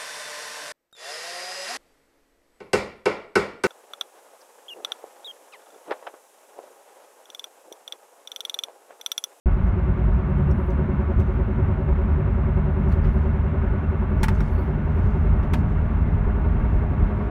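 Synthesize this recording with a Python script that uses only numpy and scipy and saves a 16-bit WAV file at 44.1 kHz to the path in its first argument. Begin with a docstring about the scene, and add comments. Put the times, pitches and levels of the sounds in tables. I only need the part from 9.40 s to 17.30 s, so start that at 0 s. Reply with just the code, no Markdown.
"""Road rumble inside a car gently gathering speed on a highway, taken in mono on a handheld recorder.
All around, the body booms and the tyres roar and hum; the slow-turning engine and the driveshaft drone.
From under the floor, a worn wheel bearing growls once in every turn of the wheel.
Right at the microphone a hand shifts on the case: plastic clicks, light rubs, two thin squeaks and
hollow knocks. Out in the cabin, loose trim chatters faintly."""
import sys
import numpy as np
from scipy import signal
from scipy.fft import rfft, irfft, next_fast_len
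from scipy.io import wavfile
from scipy.ndimage import uniform_filter1d

SR = 44100
rng = np.random.default_rng(int(sys.argv[2]) if len(sys.argv) > 2 else 0)


def inscribe(sig):
    """Save sig as 16-bit PCM at rate SR to the path in sys.argv[1].

    A 1-D sig is mono; a 2-D sig holds one channel per row.
    Samples are clipped to [-1, 1] before scaling.
    """
    pcm = np.round(np.clip(np.atleast_2d(sig).T, -1, 1) * 32767)
    wavfile.write(sys.argv[1], SR, pcm.astype(np.int16))


N = 348390
TIME, HZ = np.arange(N) / SR, np.fft.rfftfreq(N, 1 / SR)
FIRINGS_PER_TURN, SHAFT_PER_TURN, BALLS_PER_TURN = 7.275, 5.195, 9.575  # cycles per turn of the wheel
BAND_EDGE_HZ = 16000

# Spectral shape of the road noise in the cabin: (frequency [Hz], relative density [dB])
ROAD_SPECTRUM = [(10, -58.5), (25, -33.5), (39, 3), (57, 5.5), (95, -3), (125, -13.5), (210, -16),
                 (300, -24.5), (470, -33), (900, -33), (1400, -36), (2500, -50), (4500, -70), (8000, -83),
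                 (16000, -86)]
# Cabin and tyre-cavity resonances that the road excites: (centre [Hz], width [Hz], lift [dB])
CABIN_RESONANCES = [(145.4, 5.7, 5.5), (207, 2.2, 1), (251, 21, -1), (340, 10, -2), (408, 22, 4),
                    (462, 10, -4.5), (625.5, 5.4, 5.5), (757, 42, -2.5), (917, 27, 1.5), (1143, 3, 7.5),
                    (1467, 3.4, 9.5), (2152, 44, 5.5), (2703, 40, 5), (4900, 420, -5.5)]
# Rumble from the coarseness of the road surface: (time [s], level [dB])
SURFACE_RUMBLE = [(.1, -17.5), (.7, -36.5), (1.0, -26), (1.4, -28.5), (1.9, -22.5), (3.1, -24.5),
                  (4.5, -29.5), (5.6, -25), (7.0, -20.5), (7.9, -26.5)]
# Bumps in the road: (time [s], half length [s], suspension thump [dB], body boom [dB])
ROAD_BUMPS = [(0.298, 0.054, -19, -31), (0.514, 0.024, -20.5, -34), (0.702, 0.1, -19, -29.5),
              (1.11, 0.045, -25, -29), (1.79, 0.041, -17.5, -24), (2.202, 0.11, -31, -25.5),
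              (2.509, 0.033, -17, -38), (2.753, 0.23, -29, -31), (3.485, 0.13, -39.5, -25),
              (3.683, 0.053, -16.5, -40), (4.301, 0.024, -20.5, -42), (4.831, 0.12, -19, -27.5),
              (5.004, 0.048, -17.5, -27), (5.14, 0.019, -15, -29), (5.65, 0.027, -17.5, -25.5),
              (5.92, 0.077, -16.5, -42), (6.174, 0.085, -35, -21.5), (6.87, 0.02, -20, -37),
              (7.368, 0.019, -15, -27.5), (7.633, 0.031, -14, -25.5)]
# Hums of the uneven tread: (order [cycles per tyre turn], level at resonance [dB])
TREAD_ORDERS = [(19, -36), (20, -38.5), (22, -33.5), (24, -37.5)]
# Engine tones under changing load: (time [s], firing tone [dB], its octave [dB])
ENGINE_LOAD = [(.1, -46, -36), (.7, -42.5, -36), (1.0, -25, -27), (1.5, -25, -32.5), (1.9, -26, -38.5),
               (2.5, -28, -30), (3.3, -23, -28.5), (4.25, -24.5, -34.5), (4.95, -34.5, -34),
               (6.1, -25, -32.5), (6.8, -26.5, -31), (7.8, -41, -41)]
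# Half-order tone from uneven firing: (time [s], level [dB])
ENGINE_LOPE = [(.1, -36), (1.2, -35.5), (2.0, -51.5)]
# Hub and suspension modes that the bearing rings: (frequency [Hz], width [Hz], relative level [dB])
HUB_MODES = [(196.6, 38, -10.5), (286.2, 19, -6.5), (368.8, 46, 4), (408, 26, -4), (521.5, 34, -10.5),
             (556, 24, -2), (615.6, 15, -5.5), (675, 22, -12.5), (723, 24, -8.5), (753.3, 17, -12.5),
             (846, 38, -17.5), (934, 53, -11.5), (1128, 34, -17.5), (1454, 12, -19)]
# Growl of the worn bearing: (time [s], level [dB])
BEARING_GROWL = [(.09, -38), (.2, -42.5), (.3, -42), (.39, -37.5), (.49, -42), (.59, -39), (1.3, -38),
                 (1.4, -35), (1.5, -37), (1.61, -35.5), (1.95, -37.5), (2.1, -36.5), (3.45, -34.5),
                 (3.6, -36), (4.03, -34.5), (4.15, -34), (4.85, -35.5), (5.7, -35), (6.5, -37.5),
                 (7.8, -35.5)]
# Plastic clicks at the microphone: (time [s], level [dB], rise [s], low-end weight [dB], t60 [s],
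# relative case ring [dB], relative ping [dB], ping pitch [Hz])
CASE_CLICKS = [(.268, -68, .0002, -24, .05, -12, -6, 6200), (.903, -64, .0002, -20, .05, -6, -17, 9500),
               (.982, -64, .0002, -20, .03, -6, -11, 9500), (1.111, -49.5, .0006, -16, .038, -2, -8, 5500),
               (1.3012, -57.5, .001, 3, 0.12, -7, -5, 6100), (1.795, -49, 0.0027, 0, .1, -5, -11, 6100),
               (3.485, -56.5, .002, -10, .19, -7, -13, 6200), (3.516, -52.5, .003, 9, 0.14, -4, -14, 4270),
               (3.6443, -61.5, .002, 17, 0.27, -4, -6, 4800), (4.803, -61, .0005, -13, 0.038, -7, -3, 5550),
               (4.821, -54, .0005, -3, .088, -6, -12, 5550), (4.8312, -24.5, .0006, -6, .068, 0, -20, 5600),
               (4.8398, -34.5, .0004, 8.5, 0.036, 2.5, -19, 5550),
               (4.883, -35.5, .0004, 6.5, 0.062, -5, -16, 5400), (4.950, -59, .0005, -5, .08, -6, -5, 6200),
               (5.0044, -44.5, 0.00051, 8, .045, -6, -9, 5550), (6.027, -62, 0.0017, 16, .19, -8, -6, 5550),
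               (6.135, -35, .0005, 4, .051, -7, -24, 5550),
               (6.1378, -40.5, .0005, 7.5, 0.084, 0, -24, 6160)]
# Spectral shape of a click: (frequency [Hz], relative density [dB])
CLICK_SPECTRUM = [(200, -11.5), (500, 2.5), (900, 11.5), (2000, 9), (3500, 0.5), (5000, -3), (7500, -7),
                  (10000, -8.5), (13000, -10.5), (16000, -16)]
# Modes of the recorder's plastic case: (frequency [Hz], relative level [dB], t60 [s])
CASE_MODES = [(760, -11, .06), (1020, -9, .06), (1432, -7, .05), (1680, -4, .058), (1890, -8, .06),
              (2288, -8, .07), (2428, -7.5, .05), (3058, -9, .046), (3564, -17, .05), (4377, -20, .05),
              (5480, -25, .065), (8764, -22, .055), (9545, -21.5, .06), (13370, -28, .05)]
# Clear modes of a small plastic part: (multiple of the ping pitch [ratio], relative level [dB], t60 [s])
PING_MODES = [(.85, -14, 0.04), (1, 6, 0.05), (1.17, -4.5, 0.045), (1.8, -18.5, .04), (2.56, -6, 0.045)]
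# Rubs of the hand, and the brief narrow ringing of small plastic ticks:
# (time [s], half length [s], level [dB], centre [Hz], width [Hz])
RUBS_AND_TICKS = [(.285, 0.0087, -74, 6270, 392), (.735, 0.021, -74, 4600, 1200),
                  (3.524, .01, -63.5, 4290, 300), (3.645, 0.0091, -63, 4830, 500),
                  (3.677, .016, -73, 5460, 90), (3.745, .025, -73.5, 11500, 1900),
                  (4.94, 0.079, -66, 4500, 4000), (5.047, 0.074, -66, 4500, 4000),
                  (5.082, .008, -69, 5800, 1200), (5.2, 0.11, -74, 11900, 2400),
                  (1.22, .09, -81, 11000, 2600), (5.197, .07, -70, 4450, 80), (5.22, 0.15, -71, 3600, 1700),
                  (5.58, 0.032, -75, 11800, 1690), (5.68, 0.2, -72, 4600, 2860),
                  (6.19, 0.027, -65, 4540, 3600), (6.313, 0.034, -72, 5000, 3040),
                  (7.36, 0.066, -76, 5000, 2980), (7.81, .06, -76, 4500, 900)]
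# Squeaks of a sliding fingertip: (time [s], half length [s], level [dB], top pitch [Hz])
FINGER_SQUEAKS = [(1.23, 0.13, -78, 10650), (5.176, .08, -66.5, 12000)]
# Partials of a squeak: (multiple of its pitch [ratio], relative level [dB])
SQUEAK_PARTIALS = [(.78, -11), (.86, -10), (.915, -4), (1, 1.5), (1.09, -10.5), (1.175, -4.5), (1.245, -4)]
# Spells of chatter from shaken trim: (time [s], half length [s], level [dB])
TRIM_RATTLES = [(1.88, 0.13, -77), (3.757, 0.17, -73.5), (4.94, .04, -65), (5.05, 0.053, -66),
                (5.69, 0.16, -74), (6.18, .014, -64)]
# Modes of the loose trim: (frequency [Hz], relative level [dB], t60 [s])
TRIM_MODES = [(3730, 2, .014), (4450, 2, .02), (4800, -1, .012), (5550, -2, .02), (6200, -1, .02),
              (6900, -5, .012), (8270, -9, .014), (9000, -10, .025), (9545, -10, .018), (12230, -12, .008)]
# Hard clicks that jar the whole case: (time [s], clunk [dB], clunk pitch [Hz], clunk t60 [s], thud [dB])
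CASE_KNOCKS = [(4.832, -13.8, 883, .06, -21), (4.884, -16.5, 890, .05, -18), (5.005, -28, 900, .06, -24),
               (6.138, -26.5, 921, .06, -24)]


def amp(db):
    """Decibels to gain."""
    return 10 ** (np.asarray(db) / 20)


def unit(x):
    """Scales to rms 1."""
    return x / np.sqrt(np.mean(x ** 2) + 1e-20)


def curve(rows, column=1):
    """One column of a timed table, interpolated at every sample."""
    rows = np.asarray(rows)
    return np.interp(TIME, rows[:, 0], rows[:, column])


def swell(time_s, half_s):
    """A bell-shaped envelope, down to 1/e at half_s either side of its peak."""
    return np.exp(-((TIME - time_s) / half_s) ** 2)


def colour(points, resonances, hz):
    """Gain of a broad spectrum with resonant humps on it."""
    points_hz, db = np.transpose(points)
    humps = sum(lift * np.exp(-.5 * ((hz - centre) / width) ** 2) for centre, width, lift in resonances)
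    return amp(np.interp(np.log(hz + 1), np.log(points_hz), db) + humps)


def noise(gain, size=N):
    """Noise of rms 1 with the given spectrum."""
    padded = next_fast_len(size, True)
    white = rfft(rng.standard_normal(padded))
    shape = np.interp(np.linspace(0, 1, len(white)), np.linspace(0, 1, len(gain)), gain)
    return unit(irfft(white * shape, padded)[:size])


def drift(rate_hz):
    """A slow random wander of rms 1."""
    return noise(np.exp(-.5 * (HZ / rate_hz) ** 2))


def below(edge_hz):
    """Low side of a steep crossover, as a share of power."""
    return 1 / (1 + (HZ / edge_hz) ** 12)


def steadied(x, span_s):
    """Takes the slow swells out of a noise."""
    size = int(span_s * SR)
    return x / np.sqrt(uniform_filter1d(uniform_filter1d(x ** 2, size), size) + 1e-12)


def resonance(hz, centre_hz, width_hz):
    """Gain of a resonance for a tone that glides through it."""
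    return 1 / np.hypot(1, 2 * (hz - centre_hz) / width_hz)


def hum(cycles, rate_hz=3, wander=.063):
    """A tone of rms 1 with a slightly unsteady phase."""
    return np.sqrt(2) * np.cos(2 * np.pi * (cycles + wander * drift(rate_hz)))


def ring(t, hz, db, t60):
    """One struck mode dying away."""
    return amp(db - 60 * t / t60) * np.sin(2 * np.pi * hz * t)


def add(mix, time_s, sound):
    """Mixes a sound in at the given time."""
    part = mix[round(time_s * SR):][:len(sound)]
    part += sound[:len(part)]


def road(boom_db=-26.5, roar_db=-37.5, roar_rise_db_per_s=.1023):
    """All around the microphone: the road shakes the suspension, booms in the body, roars off the tyres."""
    cabin = colour(ROAD_SPECTRUM, CABIN_RESONANCES, HZ)
    lows, low_mids = below(90.6), below(297.5)
    bump_thumps = sum(amp(db) * swell(time_s, half_s) for time_s, half_s, db, _ in ROAD_BUMPS)
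    bump_booms = sum(amp(db) * swell(time_s, half_s) for time_s, half_s, _, db in ROAD_BUMPS)
    rumble = steadied(noise(cabin * np.sqrt(lows)), span_s=.014)
    rumble *= np.hypot(amp(curve(SURFACE_RUMBLE) - .5 * drift(9.5)), bump_thumps)
    boom = steadied(noise(cabin * np.sqrt((1 - lows) * low_mids)), span_s=.15)
    boom *= np.hypot(amp(boom_db + drift(12)), bump_booms)
    roar = noise(cabin * np.sqrt(1 - low_mids))
    roar *= amp(roar_db + roar_rise_db_per_s * TIME + .5 * drift(33))
    return rumble + boom + roar


def body_drone(peak_db=-23.5, drone_hz=59.4):
    """Early on, the body drones on a near-pure low tone that soon fades."""
    return amp(peak_db) * swell(time_s=.16, half_s=.88) * hum(drone_hz * TIME, rate_hz=3.1, wander=.18)


def tyre_tread(turns, wheel_hz, tyre_ratio=.998):
    """An out-of-round tyre, a shade slower than the worn wheel, hums; the air inside it resonates."""
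    out = np.zeros(N)
    for order, db in TREAD_ORDERS:
        per_turn = order * tyre_ratio
        cavity = resonance(per_turn * wheel_hz, centre_hz=199.7, width_hz=14)
        out += amp(db + 2 * drift(3.4)) * cavity * hum(per_turn * turns)
    return out


def engine(turns, throb_hz=2.28, throb_peak_s=.99, throb_depth=.48, third_db=-43):
    """Up ahead, the engine fires in step with the wheels; its two lowest tones follow the load."""
    firings = FIRINGS_PER_TURN * turns
    throb = 1 + throb_depth * np.cos(2 * np.pi * throb_hz * (TIME - throb_peak_s))
    fundamental = amp(curve(ENGINE_LOAD)) * hum(firings)
    octave = amp(curve(ENGINE_LOAD, column=2)) * throb * hum(2 * firings)
    lope = amp(curve(ENGINE_LOPE)) * hum(2.5 * firings)
    return fundamental + octave + lope + amp(third_db) * hum(3 * firings)


def driveshaft(turns, wheel_hz, peak_db=-30, joints_db=-42.5):
    """The shaft's tone climbs through a resonance of the body; its joints hum at four times its rate."""
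    shaft_turns = SHAFT_PER_TURN * turns
    body = resonance(SHAFT_PER_TURN * wheel_hz, centre_hz=53.7, width_hz=4.9)
    return amp(peak_db) * body * hum(shaft_turns) + amp(joints_db) * hum(4 * shaft_turns)


def wheel_bearing(turns, load_phase=.13, tightness=2.9, slack=.013, grit=.11, drag=.034):
    """Under the floor, balls knock over a pit in the race, which takes the car's weight once a turn."""
    angle = 2 * np.pi * (turns + load_phase)
    load = slack + np.exp(tightness * (np.cos(angle) - 1))
    # the balls slow a little as they squeeze through the loaded side
    passes = BALLS_PER_TURN * turns - drag * np.sin(angle) + .012 * drift(7.3)
    impacts = unit(sum(np.cos(2 * np.pi * k * passes) for k in range(1, 18)))
    force = load * (impacts + grit * noise(below(1700))) * amp(1.3 * drift(8.6))
    # squaring each mode keeps the valleys between them dark
    hub = sum(amp(db) / (1 + 2j * (HZ - hz) / width) ** 2 for hz, width, db in HUB_MODES)
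    return amp(curve(BEARING_GROWL)) * unit(irfft(rfft(force) * hub, N))


def case_clicks(tail_db=-28, tail_t60=.21, crack_s=.001, crackle_db=3.5):
    """At the microphone, plastic cracks, crackles, rings and pings, with a faint cabin tail."""
    out, size = np.zeros(N), SR // 4
    t, hz = np.arange(size) / SR, np.fft.rfftfreq(size, 1 / SR)
    snap = colour(CLICK_SPECTRUM, [], hz)
    for time_s, db, rise_s, weight_db, t60, case_db, ping_db, ping_hz in CASE_CLICKS:
        weight = amp(weight_db / (1 + (hz / 3800) ** 4))
        crackle = noise(snap * weight, size) * np.linalg.norm(snap * weight) / np.linalg.norm(snap)
        decay = amp(-60 * t / t60) + amp(tail_db - 60 * t / tail_t60)
        crack = 1.3 * np.exp(-t / crack_s) * noise(snap * hz / (hz + 6000), size)
        case = sum(np.interp(f, hz, weight) * ring(t, f, level, fade) for f, level, fade in CASE_MODES)
        ping = sum(ring(t, ratio * ping_hz, level, fade)
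                   for ratio, level, fade in PING_MODES if ratio * ping_hz < BAND_EDGE_HZ)
        click = amp(crackle_db) * crackle * decay + crack + amp(case_db) * case + amp(ping_db) * ping
        add(out, time_s, amp(db) * click * (1 - np.exp(-t / rise_s)))
    return out


def rubs_and_ticks(grain_db=.3, slip_hz=120):
    """Close up, skin sticks and slips on the case in grainy swishes; small plastic ticks ring briefly."""
    out = np.zeros(N)
    grain = unit(amp(grain_db * drift(slip_hz)))
    for time_s, half_s, db, centre_hz, width_hz in RUBS_AND_TICKS:
        band = np.exp(-.5 * ((HZ - centre_hz) / width_hz) ** 2)
        out += amp(db) * swell(time_s, half_s) * noise(band)
    return out * grain


def finger_squeaks(sag=.075, blur_hz=60, grain_db=4, slip_hz=22, wobble=.007):
    """A fingertip on the case squeals in thin, broken chirps; pitch rises and falls with its speed."""
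    out = np.zeros(N)
    for time_s, half_s, db, top_hz in FINGER_SQUEAKS:
        pitch_hz = top_hz * np.exp(-sag * ((TIME - time_s) / half_s) ** 2)
        squeal = np.zeros(N)
        for ratio, level in SQUEAK_PARTIALS:
            flicker = amp(level + grain_db * drift(slip_hz)) * drift(blur_hz)
            partial_hz = ratio * pitch_hz * (1 + wobble * drift(slip_hz))
            squeal += flicker * np.cos(2 * np.pi * np.cumsum(partial_hz) / SR)
        out += amp(db) * swell(time_s, half_s) * unit(squeal)
    return out


def trim_rattles(taps_per_s=170, spread_db=4):
    """Out in the cabin, loose trim taps at random; each tap rings its modes in a different blend."""
    chatter, t = np.zeros(N), np.arange(SR // 8) / SR
    taps = rng.random(N) < taps_per_s / SR
    for hz, db, t60 in TRIM_MODES:
        strikes = taps * amp(spread_db * rng.standard_normal(N))
        chatter += signal.oaconvolve(strikes, ring(t, hz, db, t60))[:N]
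    return unit(chatter) * sum(amp(db) * swell(time_s, half_s) for time_s, half_s, db in TRIM_RATTLES)


def case_knocks(rise_s=.0045, thud_hz=94, thud_t60=.13):
    """Jarred in the hand, the case gives a hollow clunk that takes a moment to build, over a dull thud."""
    out, t = np.zeros(N), np.arange(SR // 4) / SR
    for time_s, clunk_db, clunk_hz, clunk_t60, thud_db in CASE_KNOCKS:
        clunk = ring(t, clunk_hz, clunk_db, clunk_t60)
        thud = ring(t, thud_hz, thud_db, thud_t60)
        add(out, time_s, (clunk + thud) * (1 - np.exp(-t / rise_s)))
    return out


def scene(start_hz=9.68, rise_hz_per_s=.1857, ease_s=74, start_turn=.264):
    """The cabin at one microphone; all that turns follows the wheels, whose gain in speed slowly eases."""
    wheel_hz = start_hz + rise_hz_per_s * TIME * (1 - TIME / ease_s)
    turns = start_turn + np.cumsum(wheel_hz) / SR
    rolling = road() + body_drone() + tyre_tread(turns, wheel_hz)
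    machinery = engine(turns) + driveshaft(turns, wheel_hz) + wheel_bearing(turns)
    nearby = case_clicks() + rubs_and_ticks() + finger_squeaks() + trim_rattles() + case_knocks()
    return (rolling + machinery + nearby)[None]


def record(dry, open_s=.058):
    """The handheld recorder opens after an instant, limits the band and closes at the end."""
    fade_in = np.clip((TIME - open_s) / .0005, 0, 1)
    fade_out = np.clip((TIME[-1] - TIME) / .002, 0, 1)
    lowpass = signal.firwin(511, BAND_EDGE_HZ, window=("kaiser", 9), fs=SR)
    return signal.oaconvolve(dry * fade_in * fade_out, lowpass[None], "same")


dry = scene()
out = record(dry)
inscribe(out)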